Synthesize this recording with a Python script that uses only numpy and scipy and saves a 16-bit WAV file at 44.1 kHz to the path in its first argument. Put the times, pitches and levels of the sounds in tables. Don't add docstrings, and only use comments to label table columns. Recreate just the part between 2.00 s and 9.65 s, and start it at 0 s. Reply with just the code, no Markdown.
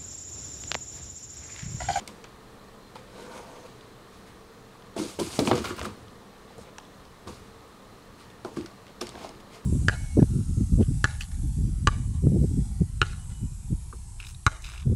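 import sys
import numpy as np
from scipy import signal
from scipy.fft import rfft, irfft
from scipy.io import wavfile
from scipy.ndimage import uniform_filter1d

SR = 44100
rng = np.random.default_rng(int(sys.argv[2]) if len(sys.argv) > 2 else 0)


def master(y):
    cut = np.clip(np.atleast_2d(y).T, -1, 1)
    pcm = np.round(cut * 32767)
    wavfile.write(sys.argv[1], SR, pcm.astype(np.int16))


def linear_from_db(decibels):
    return 10 ** (np.asarray(decibels, float) / 20)


N = 337365
CONTROL_STEP = 20
SMOOTH_BEND = 1.64

# centre_hz, width_hz, level_db
BODY = [(166.5, 54, 11), (215, 32.6, 13.5), (305, 34.4, 5.5), (351, 51, 6), (426, 12.3, 1.5),
        (499.4, 24, 8.5), (647, 29, -3)]
# centre_hz, width_hz, level_db
FLAPS = [(689, 86, 10.5), (821, 73, 4), (916, 36, 2), (1020, 55, 3), (1150, 50, 2.5), (1250, 540, -9.5),
         (1334, 40, -9), (1410, 90, -7)]


def evened(x):
    return x / np.sqrt(np.mean(x ** 2) + 1e-20)


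def read(points, hz):
    f, value = np.transpose(points)
    return np.interp(np.log(hz + 1), np.log(f + 1), value)


def add(mix, start_s, sound):
    part = mix[max(round(start_s * SR), 0):][:len(sound)]
    part += sound[:len(part)]


def ring(x, hz, width_hz):
    r = np.exp(-np.pi * width_hz / SR)
    return 2 * signal.lfilter([1 - r], [1, -r * np.exp(2j * np.pi * hz / SR)], x).real


def ring_twice(x, hz, width_hz):
    return ring(ring(x, hz, width_hz), hz, width_hz)


def modes(force, table, centre_hz, focus_db):
    hz, width_hz, db = np.transpose(table)
    octaves = abs(np.log2(hz[:, None] / np.maximum(centre_hz, 1)))
    share = linear_from_db(db[:, None] - focus_db * octaves)
    share /= np.sqrt((share ** 2).sum(0))
    return sum(ring_twice(g * force, f, w) * np.sqrt(SR / (np.pi * w))
               for g, f, w in zip(share, hz, 1.77 * width_hz))


def slips(per_s, spread_db):
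    size = linear_from_db(spread_db * np.minimum(rng.exponential(1, N), 4))
    return evened(size * rng.standard_normal(N) * (rng.random(N) < per_s / SR))


def coloured(x, gain_db):
    return irfft(rfft(x) * linear_from_db(gain_db(np.fft.rfftfreq(len(x), 1 / SR))), len(x))


def patchy(x, patch_db):
    z = signal.stft(x, nperseg=256)[2]
    patches = uniform_filter1d(rng.standard_normal(z.shape), size=9, axis=0)
    patches = uniform_filter1d(patches, size=5, axis=1)
    return signal.istft(z * linear_from_db(patch_db * evened(patches)), nperseg=256)[1][:N]


def swell(peak_s, rise_s, fall_s, db, bend):
    peak_s, rise_s, fall_s, db = (np.reshape(v, (-1, 1)) for v in (peak_s, rise_s, fall_s, db))
    late_s = np.arange(0, N, CONTROL_STEP) / SR - peak_s
    away = np.maximum(-late_s / np.maximum(rise_s, .001), late_s / np.maximum(fall_s, .001))
    drop_db = 20 * away ** np.where(late_s < 0, max(bend, 1.4), bend)
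    return linear_from_db(np.maximum(db - drop_db, -150)) ** 2


def smooth(track):
    return np.interp(np.arange(N) / CONTROL_STEP, np.arange(len(track)), track)


def blows():
    # start_s, peak_db, panel_hz, t60_s
    blow_rows = [(0.954, -35, 502, 0.35), (2.963, -18.5, 365, 0.019), (2.988, -17.5, 307, 0.2),
                 (3.187, -15, 400, 0.15), (3.196, -15, 557, 0.036), (3.388, -7, 216, 0.038),
                 (3.475, -10.5, 257, 0.057), (3.512, -9.5, 335, 0.071), (3.534, -12, 370, 0.033),
                 (3.645, -23.5, 1375, 0.1), (3.718, -25, 355, 0.11), (3.813, -33, 536, 0.17),
                 (3.851, -39, 1270, .067), (3.865, -27, 220, 0.27), (4.504, -42, 885, .08),
                 (4.784, -31.5, 880, 0.04), (5.272, -42, 340, 0.072), (6.447, -23.5, 359, 0.054),
                 (6.569, -15, 327, 0.1), (7.013, -25, 355, 0.21), (7.246, -24, 675, 0.01)]
    # start_s, peak_db, panel_hz, t60_s
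    rock_rows = [(2.964, -41, 641, 0.04), (2.99, -27, 176, 0.083), (3.011, -14.5, 325, 0.05),
                 (3.054, -24, 327, 0.085), (3.196, -28, 1020, 0.076), (3.197, -26.5, 169.6, 0.11),
                 (3.208, -15.5, 343, 0.037), (3.266, -25.5, 320, 0.039), (3.396, -15, 427, 0.052),
                 (3.415, -14, 287, 0.047), (3.489, -22, 392, 0.062), (3.519, -17, 130, 0.067),
                 (3.539, -18, 489, 0.081), (3.537, -27, 1210, .04), (3.582, -31, 149, 0.067),
                 (4.583, -33, 480, 0.035), (4.666, -42, 496, 0.035), (5.303, -38, 190, .04),
                 (6.582, -40, 320, 0.075), (6.574, -32, 150, 0.062), (7.535, -41, 703, .08)]
    blow_rise_s, rock_rise_s = 0.0022, 0.0078
    out, t = np.zeros(N), np.arange(8000) / SR
    box_hz, _, box_db = np.transpose(BODY + FLAPS)
    rows = [(*row, blow_rise_s, 1) for row in blow_rows] + [(*row, rock_rise_s, 2) for row in rock_rows]
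    chances = rng.random((len(rows), len(box_hz)))
    for (s, db, hz, t60_s, rise_s, hold), chance in zip(rows, chances):
        t60_s = max(t60_s, .01)
        near_db = box_db - 19 * hold * abs(np.log2(box_hz / hz))
        above = np.maximum(box_hz / hz - 1, 0)
        fading = linear_from_db(-60 / t60_s * 2.3 * np.outer(above, t))
        mode_hz = box_hz * (.96 + 0.094 * chance)
        box = linear_from_db(near_db) @ (fading * np.sin(2 * np.pi * np.outer(mode_hz, t)))
        panel = 1.8 * np.sin(2 * np.pi * hz * t)
        hum = (box + panel) * linear_from_db(-60 * (t / t60_s) ** hold) * np.minimum(t / rise_s, 1)
        add(out, s + .0012, linear_from_db(db - 6.5) * hum / abs(hum).max())
    return out


def knocks():
    # start_s, peak_db, pitch_hz
    knock_rows = [(0.0755, -39, 2180), (7.012, -33, 3550), (7.0105, -31, 5380), (0.955, -35.5, 930),
                  (2.988, -33, 660), (2.965, -38, 1220), (2.994, -30, 1020), (3.187, -33, 850),
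                  (3.193, -33, 910), (3.388, -19, 696), (3.473, -19, 950), (3.5115, -18, 790),
                  (3.514, -20, 1250), (3.528, -23.5, 1110), (3.645, -38, 1350), (3.704, -28.5, 1250),
                  (3.813, -27, 617), (3.851, -25.5, 1220), (4.505, -45, 784), (4.785, -38, 930),
                  (5.273, -38, 1060), (6.447, -27.5, 964), (6.568, -32, 1150), (7.013, -30.5, 1160),
                  (7.152, -40, 1600), (7.176, -36, 736), (7.246, -36, 686)]
    out, t = np.zeros(N), np.arange(8000) / SR
    for s, db, hz in knock_rows:
        knock = np.sin(2 * np.pi * hz * t) + 0.48 * np.sin(2 * np.pi * 1.37 * hz * t)
        add(out, s + 0.0012, linear_from_db(db + 5.0 - 60 * t / 0.02) * np.minimum(t / 0.0017, 1) * knock)
    return out


def slaps():
    # start_s, peak_db, pitch_hz
    slap_rows = [
        (3.3895, -19, 484),
        (3.5134, -7.5, 930),
        (2.9923, -22.5, 330),
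        (3.197, -40, 900),
        (3.5195, -15, 704),
        (6.4500, -29, 900),
        (6.5710, -40, 395),
    ]
    out, t = np.zeros(N), np.arange(8000) / SR
    for s, db, hz in slap_rows:
        swing = t[:round(1.5 * SR / hz)] * hz
        add(out, s, -linear_from_db(db) * np.sin(2 * np.pi * swing) * np.exp(-0.6 * swing))
    return out


def flicks():
    # start_s, peak_db, pitch_hz, t60_s
    flick_rows = [(.963, -32, 905, .02), (2.968, -32, 645, .025), (2.982, -37, 1020, .015),
                  (2.964, -31, 900, .02), (2.999, -17, 350, .025), (3.034, -30, 337, 0.027),
                  (3.014, -38, 1290, .02), (3.196, -25.5, 900, 0.023), (3.222, -24, 292, .04),
                  (3.247, -36, 330, 0.03), (3.399, -19, 390, .03), (3.409, -22, 300, .03),
                  (3.4735, -26, 2280, .015), (3.489, -20, 335, .04), (4.851, -47, 3400, .015),
                  (6.024, -51, 4300, .015), (6.302, -48, 3530, .015), (6.571, -30, 220, 0.071),
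                  (3.42, -19, 300, .04), (3.452, -30, 1190, 0.018), (3.497, -28, 853, .025),
                  (3.513, -29.5, 2190, 0.036), (3.513, -29, 3580, 0.026), (3.527, -10, 332, 0.031),
                  (3.541, -26, 1200, .02), (3.565, -30, 1200, 0.021), (3.581, -29, 1250, 0.019),
                  (3.583, -26, 210, 0.038), (3.642, -25, 1330, 0.028), (3.675, -32, 1310, .025),
                  (3.701, -34, 1260, .03), (3.708, -18.5, 340, 0.024), (3.782, -35, 1210, 0.034),
                  (3.832, -31, 1210, .02), (4.579, -34, 200, .035), (4.608, -36, 200, .05),
                  (4.783, -31, 1630, 0.0084), (5.274, -39, 690, .02), (6.449, -22, 1030, 0.011),
                  (6.449, -32, 1270, 0.013), (6.515, -41, 447, .1), (6.582, -19, 327, 0.039),
                  (6.599, -23, 335, 0.052), (6.62, -35, 300, .05), (6.643, -30, 346, 0.046),
                  (6.659, -43, 1340, .02), (7.016, -32, 680, 0.019), (7.069, -36, 4600, .012),
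                  (7.069, -37, 2200, .012), (7.291, -41, 5100, .012)]
    rise_turns = 1.5
    out, t = np.zeros(N), np.arange(4500) / SR
    for s, db, hz, t60_s in flick_rows:
        shape = np.minimum(t * hz / rise_turns, 1) * linear_from_db(db - 60 * (t / max(t60_s, .005)) ** 1.25)
        add(out, s, shape * np.sin(2 * np.pi * hz * t))
    return out


def ticks():
    # start_s, peak_db, centre_hz, crack_hz
    snap_rows = [(0.0757, -25, 4020, 8500), (0.0862, -45, 4370, 5000), (0.2408, -33.5, 2320, 5970),
                 (0.9545, -42, 3700, 5000), (2.9638, -38, 3440, 7000), (2.9783, -29, 5200, 3500),
                 (3.199, -20, 2980, 8200), (3.555, -27, 2720, 7000), (3.571, -30, 2960, 6000),
                 (3.578, -25, 2300, 6500), (3.6475, -37, 2990, 5000), (3.778, -38, 2450, 5000),
                 (3.793, -25, 2900, 6500), (3.8312, -30, 3190, 8500), (3.8564, -34, 3740, 9000),
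                 (4.581, -42, 8860, 9050), (4.783, -27.5, 2850, 6300), (6.571, -36, 4600, 7500),
                 (6.6097, -37, 2600, 5000), (7.012, -24, 3470, 5600), (7.015, -25, 3400, 9500),
                 (7.069, -29.5, 2440, 7000), (7.091, -27.5, 3570, 7650), (7.291, -35.5, 3000, 7500)]
    # start_s, peak_db, centre_hz
    tick_rows = [(1.809, -40.5, 3240), (2.822, -42.5, 3000), (3.3911, -14.5, 4550), (5.279, -35, 4500),
                 (3.4507, -28, 3900), (3.495, -34, 3200), (3.532, -35, 3000), (3.589, -31, 3500),
                 (3.621, -37, 3600), (3.694, -38, 4000), (3.473, -17, 2300), (3.513, -21, 3600),
                 (3.6547, -26, 2430), (3.8138, -22, 1390), (4.0813, -42, 3350), (4.799, -45, 3400),
                 (4.852, -50, 3250), (5.052, -46, 4200), (6.4474, -35.5, 4000), (6.66, -31.5, 4500),
                 (6.8667, -40, 2190), (6.88, -41.5, 3400), (7.0244, -43, 2190), (7.079, -40, 4500),
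                 (7.099, -39, 3900), (7.153, -39, 3450), (7.256, -41, 3400), (7.35, -44, 2470)]
    snap_crack_db, tick_crack_db = -11.5, -21
    out, t = np.zeros(N), np.arange(2000) / SR
    snap = 5.5 * (t == 0)
    rows = [(*row, snap_crack_db) for row in snap_rows] + [(*row, 5000, tick_crack_db) for row in tick_rows]
    noises = rng.standard_normal((len(rows), len(t)))
    for (s, db, hz, crack_hz, crack_db), noise in zip(rows, noises):
        burst = snap + noise * linear_from_db(-60 * t / 0.014)
        crack = ring_twice(burst, crack_hz, 3700)
        centre = ring(ring(burst, hz, .5 * hz), hz, .7 * hz)
        sound = evened(centre) - linear_from_db(crack_db + 12.0) * evened(crack)
        add(out, s + 0.00079, linear_from_db(db + 0.5) * sound / abs(sound).max())
    return out


def shoves():
    # peak_s, body_db, fall_s, flaps_over_body_db, flap_hz
    jolts = [(0.0, -35.5, 0.05, -5.5, 1040), (0.085, -39, 0.065, -4, 1050), (2.967, -28, 0.088, -2, 860),
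             (3.194, -33.5, 0.091, 2, 920), (3.396, -13, 0.048, -8.5, 800), (3.477, -19, 0.18, -6.5, 800),
             (3.513, -15.5, 0.062, -19, 1000), (5.271, -37, 0.071, -4, 1020), (6.452, -27, 0.063, -3, 850),
             (6.578, -41, .1, -10, 1080), (7.018, -29, 0.036, -8.5, 885)]
    # middle_s, length_s, body_db, flaps_over_body_db, flap_hz
    drags = [(3.018, 0.2, -36, -29, 960), (3.1, 0.12, -57, -20, 1000), (3.23, 0.08, -31.5, -30, 925),
             (3.26, .04, -44, -18, 1000), (3.34, .16, -48, -17, 1030), (3.456, 0.064, -28, -25, 900),
             (3.56, 0.15, -29, -11.5, 885), (3.6, 0.073, -33, -17, 1000), (3.638, 0.14, -53, 8, 1340),
             (3.707, 0.083, -36.5, 0, 1370), (3.786, 0.033, -43.5, 9.5, 1250), (3.828, 0.03, -34, -2, 1250),
             (3.858, 0.12, -36, -4, 1210), (4.586, 0.028, -41.5, 0, 780), (4.623, 0.046, -58, -11, 830),
             (4.67, 0.17, -66, 6, 1080), (5.287, 0.069, -35.5, -7, 1020), (6.505, 0.13, -50, -13, 900),
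             (6.638, 0.048, -41, -8.5, 1070), (7.073, .1, -56, 8.5, 900), (7.148, 0.072, -43, -1, 860),
             (7.23, 0.28, -43, -1.5, 870), (7.364, 0.15, -46, -18, 1010), (7.65, 0.062, -42, -5, 1150)]
    # middle_s, length_s, body_db, flaps_over_body_db, flap_hz
    nuzzles = [
        (1.214, 0.32, -42.5, -6.5, 920),
        (1.37, 0.31, -41, -1, 940),
        (1.538, 0.33, -47.5, 0.5, 930),
        (1.642, 0.052, -46, 0, 980),
    ]
    # peak_s, rise_s, fall_s, level_db
    booms = [(2.98, .04, 0.46, -47), (3.192, 0.028, 0.25, -39), (3.405, 0.035, 0.078, -32),
             (3.521, 0.031, 0.16, -26.5), (3.72, 0.073, 0.096, -42), (3.81, 0.073, 0.06, -34.5),
             (3.9, 0.036, 0.084, -36), (4.06, 0.22, 0.09, -49), (4.6, 0.042, .05, -43),
             (5.28, 0.025, 0.15, -36), (6.6, 0.1, 0.11, -42), (7.012, 0.04, 0.14, -53),
             (7.16, 0.058, 0.15, -46)]
    # centre_hz, width_hz, level_db
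    boards = [(77, 35, 25.5), (92, 14, -9), (124.6, 22, -2), (137, 20, -3)]
    wall_hz, corner_hz = 335, 480
    jolt_rise_s, jolt_bend = 0.0097, 0.49
    flap_fall = 0.7
    jolt_s, jolt_db, fall_s, jolt_over_db, jolt_hz = np.transpose(jolts)
    mid_s, length_s, slide_db, slide_over_db, slide_hz = np.transpose(drags + nuzzles)
    half_s = length_s / 2

    body = np.vstack([swell(jolt_s, jolt_rise_s, fall_s, jolt_db, jolt_bend),
                      swell(mid_s, half_s, half_s, slide_db, SMOOTH_BEND)])
    flaps = np.vstack([swell(jolt_s, jolt_rise_s, flap_fall * fall_s, jolt_db + jolt_over_db, jolt_bend),
                       swell(mid_s, half_s, half_s, slide_db + slide_over_db, SMOOTH_BEND)])
    floor = swell(*np.transpose(booms), bend=0.59)
    corner_share = body[-len(nuzzles):].sum(0) / body.sum(0)
    body_hz = wall_hz + (corner_hz - wall_hz) * corner_share
    flap_hz = np.r_[jolt_hz, slide_hz] @ flaps / flaps.sum(0)

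    body, flaps, floor = (smooth(np.sqrt(power.sum(0))) for power in (body, flaps, floor))
    judder = slips(per_s=1200, spread_db=-1.0)
    rumble = slips(per_s=3400, spread_db=0.5)
    return (modes(linear_from_db(-0.34) * body * judder, BODY, smooth(body_hz), focus_db=12.0)
            + modes(linear_from_db(1.5) * flaps * judder, FLAPS, smooth(flap_hz), focus_db=17.0)
            + modes(linear_from_db(1.0) * floor * rumble, boards, np.full(N, 82.), focus_db=14))


def strokes():
    # peak_s, hiss_db, fall_s, top_over_hiss_db
    scuffs = [(0.0, -54, 0.22, -9), (0.078, -46.5, 0.054, -5), (0.245, -44, 0.048, -32),
              (0.956, -46, 0.081, -12.5), (2.966, -49.5, 0.2, 1), (3.192, -39, 0.05, -5),
              (3.197, -43, 0.35, 3.5), (3.392, -32, 0.066, -3), (3.477, -33.5, 0.071, -3.5),
              (3.511, -34.5, 0.088, -26), (3.554, -37, .03, -6), (3.645, -33.5, 0.13, -10.5),
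              (3.766, -53, .03, 4), (3.829, -46, .03, 0), (3.848, -40.5, .04, -2.5),
              (5.275, -49, 0.21, -1.5), (6.302, -54, 0.048, -10), (6.449, -51, 0.11, -5),
              (6.566, -46, 0.13, -8), (6.661, -50, 0.059, -9), (7.012, -38, 0.058, -5.5),
              (7.068, -51.5, 0.32, -19), (7.402, -54, .02, -4.5)]
    # peak_s, rise_s, fall_s, hiss_db, top_over_hiss_db
    rubs = [(1.236, .17, 0.07, -55, -3), (1.37, 0.14, 0.079, -55, -1), (1.665, .02, 0.027, -54, -9),
            (1.52, 0.68, 0.55, -57, -8), (2.14, 0.037, 0.18, -64.5, 0.5), (2.274, 0.022, .08, -56.5, -9),
            (2.99, 0.022, 0.15, -44, 0.5), (3.09, 0.11, 0.13, -52, 4.5), (3.36, 0.1, 0.059, -45.5, 3),
            (3.465, 0.031, 0.024, -44, 4), (3.58, 0.066, 0.044, -40, -7), (3.7, 0.3, 0.036, -49.5, 0),
            (3.79, 0.024, 0.074, -42.5, -10), (3.86, 0.047, 0.067, -46, -14), (4.5, .02, .08, -57.5, -12),
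            (4.614, 0.054, 0.048, -71.5, 13.5), (4.68, .05, .03, -53.5, -25), (5.37, .1, 0.12, -67, -16),
            (6.2, 0.029, 0.11, -55.5, -7), (6.55, 0.047, .03, -68, 7), (6.9, 0.047, .02, -55, -20),
            (7.25, 0.14, 0.063, -47, -9.5), (7.55, 0.055, 0.077, -50.5, -7.5)]
    # peak_s, rise_s, fall_s, level_db
    fizzes = [
        (3.2, .01, .05, -64),
        (3.47, .06, .1, -64),
        (3.395, .006, .04, -58),
        (3.67, .05, .05, -58),
        (3.766, .005, .03, -58),
        (3.797, .008, .02, -60),
        (3.86, 0.046, .012, -61),
    ]
    # freq_hz, level_db_per_hz
    hiss_points = [(880, 11), (1500, 9.5), (1720, 3), (1900, 2.5), (2100, 8.5), (2910, 6), (4870, -2.5),
                   (6000, -9), (6560, -7.5), (7500, -10.5), (8800, -10), (10000, -14), (11800, -19.5),
                   (16000, -31)]
    scuff_s, scuff_db, scuff_fall_s, scuff_top_db = np.transpose(scuffs)
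    peak_s, rise_s, fall_s, rub_db, rub_top_db = np.transpose(rubs)
    hiss = np.vstack([swell(scuff_s, 0.0051, scuff_fall_s, scuff_db, bend=0.83),
                      swell(peak_s, rise_s, fall_s, rub_db, SMOOTH_BEND)])
    low = smooth(np.sqrt(hiss.sum(0)))
    top = smooth(np.sqrt(linear_from_db(np.r_[scuff_top_db, rub_top_db]) ** 2 @ hiss))
    fizz = smooth(np.sqrt(swell(*np.transpose(fizzes), bend=1.2).sum(0)))

    def lower_db(hz):
        below = 1 / (1 + (hz / 5700) ** 8)
        sheen = 5.4 / (1 + (14600 / (hz + 1)) ** 16)
        return read(hiss_points, hz) + 10 * np.log10(below + sheen)

    def upper_db(hz):
        skirts = (1 + (5700 / (hz + 1)) ** 8) * (1 + (hz / 13000) ** 16)
        return read(hiss_points, hz) - 10 * np.log10(skirts)

    def finest_db(hz):
        return -10 * np.log10(1 + (12500 / (hz + 1)) ** 12)

    grain = 0.7 * rng.standard_normal(N) + 0.5 * slips(per_s=3500, spread_db=0.5)
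    fibres = patchy(grain, patch_db=1.5)
    return (low * evened(coloured(fibres, lower_db))
            + top * evened(coloured(fibres, upper_db))
            + fizz * evened(coloured(fibres, finest_db)))


def whiskers():
    # peak_s, rise_s, fall_s, level_db, centre_hz
    brushes = [
        (1.2, 0.13, .1, -61, 3900),
        (1.38, 0.087, 0.097, -60, 6500),
        (1.37, .08, .09, -62, 8300),
        (1.36, .06, 0.086, -53.5, 2200),
        (1.6, 0.16, .14, -64, 6200),
        (1.31, .25, .3, -57, 1480),
        (1.4, .12, .12, -70, 9400),
        (6.215, .03, .03, -64, 4000),
        (6.215, .03, .03, -68, 8500),
    ]
    peak_s, rise_s, fall_s, db, centre_hz = np.transpose(brushes)
    hairs = slips(per_s=2100, spread_db=-1.0)
    powers = swell(peak_s, rise_s, fall_s, db, SMOOTH_BEND)
    return sum(smooth(np.sqrt(power)) * evened(ring_twice(hairs, hz, 0.16 * hz))
               for power, hz in zip(powers, centre_hz))


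def room(x):
    # freq_hz, t60_s
    decay = [(100, 0.4), (500, 0.24), (2000, 0.81), (8000, 0.89)]
    taps = np.zeros(SR // 2)
    at = np.arange(200, len(taps) - 20, 20)
    taps[at + rng.integers(0, 20, len(at))] = rng.choice([-1., 1.], len(at))
    hz, t, z = signal.stft(taps, SR, nperseg=256)
    tail = signal.istft(z * linear_from_db(-60 * t / read(decay, hz)[:, None]), SR, nperseg=256)[1]
    return signal.fftconvolve(x, tail / np.linalg.norm(tail))[:N]


def air():
    # freq_hz, level_db_per_hz
    air_points = [(12, -12), (20, -1), (86, -4.5), (107, -7), (198, -4), (357, -7), (459, -5), (607, -10),
                  (1190, -14), (1530, -17.5), (1810, -16.5), (2320, -22), (4060, -25.5), (8410, -29),
                  (16000, -38.5)]
    # centre_hz, width_hz, over_air_db
    ducts = [(119.96, 8.9, 10.5), (195.7, 5.2, 12), (236, 6.8, 1.5), (272, 23, 0), (408, 37, 1),
             (448.2, 11, 8.5), (1150, 276, 5.5), (1250, 31, 3), (1814, 32, 4.5), (3850, 1250, 4)]
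    air_db = -49.5
    frames, hz = N // 1024 + 5, np.fft.rfftfreq(4096, 1 / SR)
    a, b, patches = rng.standard_normal((frames, 2049, 3)).T
    patches = uniform_filter1d(patches, size=20, axis=0)
    patches = evened(uniform_filter1d(patches, size=4, axis=1))
    ducts_db = sum(db / (1 + (2 * (hz - f) / w) ** 2) for f, w, db in ducts)
    z = (a + 1j * b) * linear_from_db((read(air_points, hz) + ducts_db)[:, None] + 0.78 * patches)
    return linear_from_db(air_db) * evened(signal.istft(z, nperseg=4096, noverlap=3072)[1][:N])


def motor():
    whine_hz, whine_width_hz, whine_db = 4130, 6, -77.5
    chirr_hz, chirr_width_hz, chirr_db = 4160, 360, -74.5
    whine = ring(rng.standard_normal(N), whine_hz, whine_width_hz)
    chirr = ring_twice(slips(per_s=310, spread_db=3.5), chirr_hz, chirr_width_hz)
    return linear_from_db(whine_db) * evened(whine) + linear_from_db(chirr_db) * evened(chirr)


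def scene():
    hits = blows() + knocks() + slaps() + flicks() + ticks()
    rubs = shoves() + strokes()
    hits = signal.lfilter(*signal.butter(2, [110, 13500], "bandpass", fs=SR), hits)
    rubs = signal.lfilter(*signal.butter(3, 62, "highpass", fs=SR), rubs)
    echo = room(linear_from_db(-12.0) * (hits + rubs))
    return (hits + rubs + echo + whiskers() + air() + motor())[None]


def top_cut(x):
    return signal.sosfilt(signal.butter(12, 16320, fs=SR, output="sos"), x)


def record(dry):
    edge = signal.firwin(1023, 15790, window=("kaiser", 9), fs=SR)
    mix = signal.oaconvolve(dry, edge[None], "same")
    return top_cut(mix)


dry = scene()
out = record(dry)
master(out)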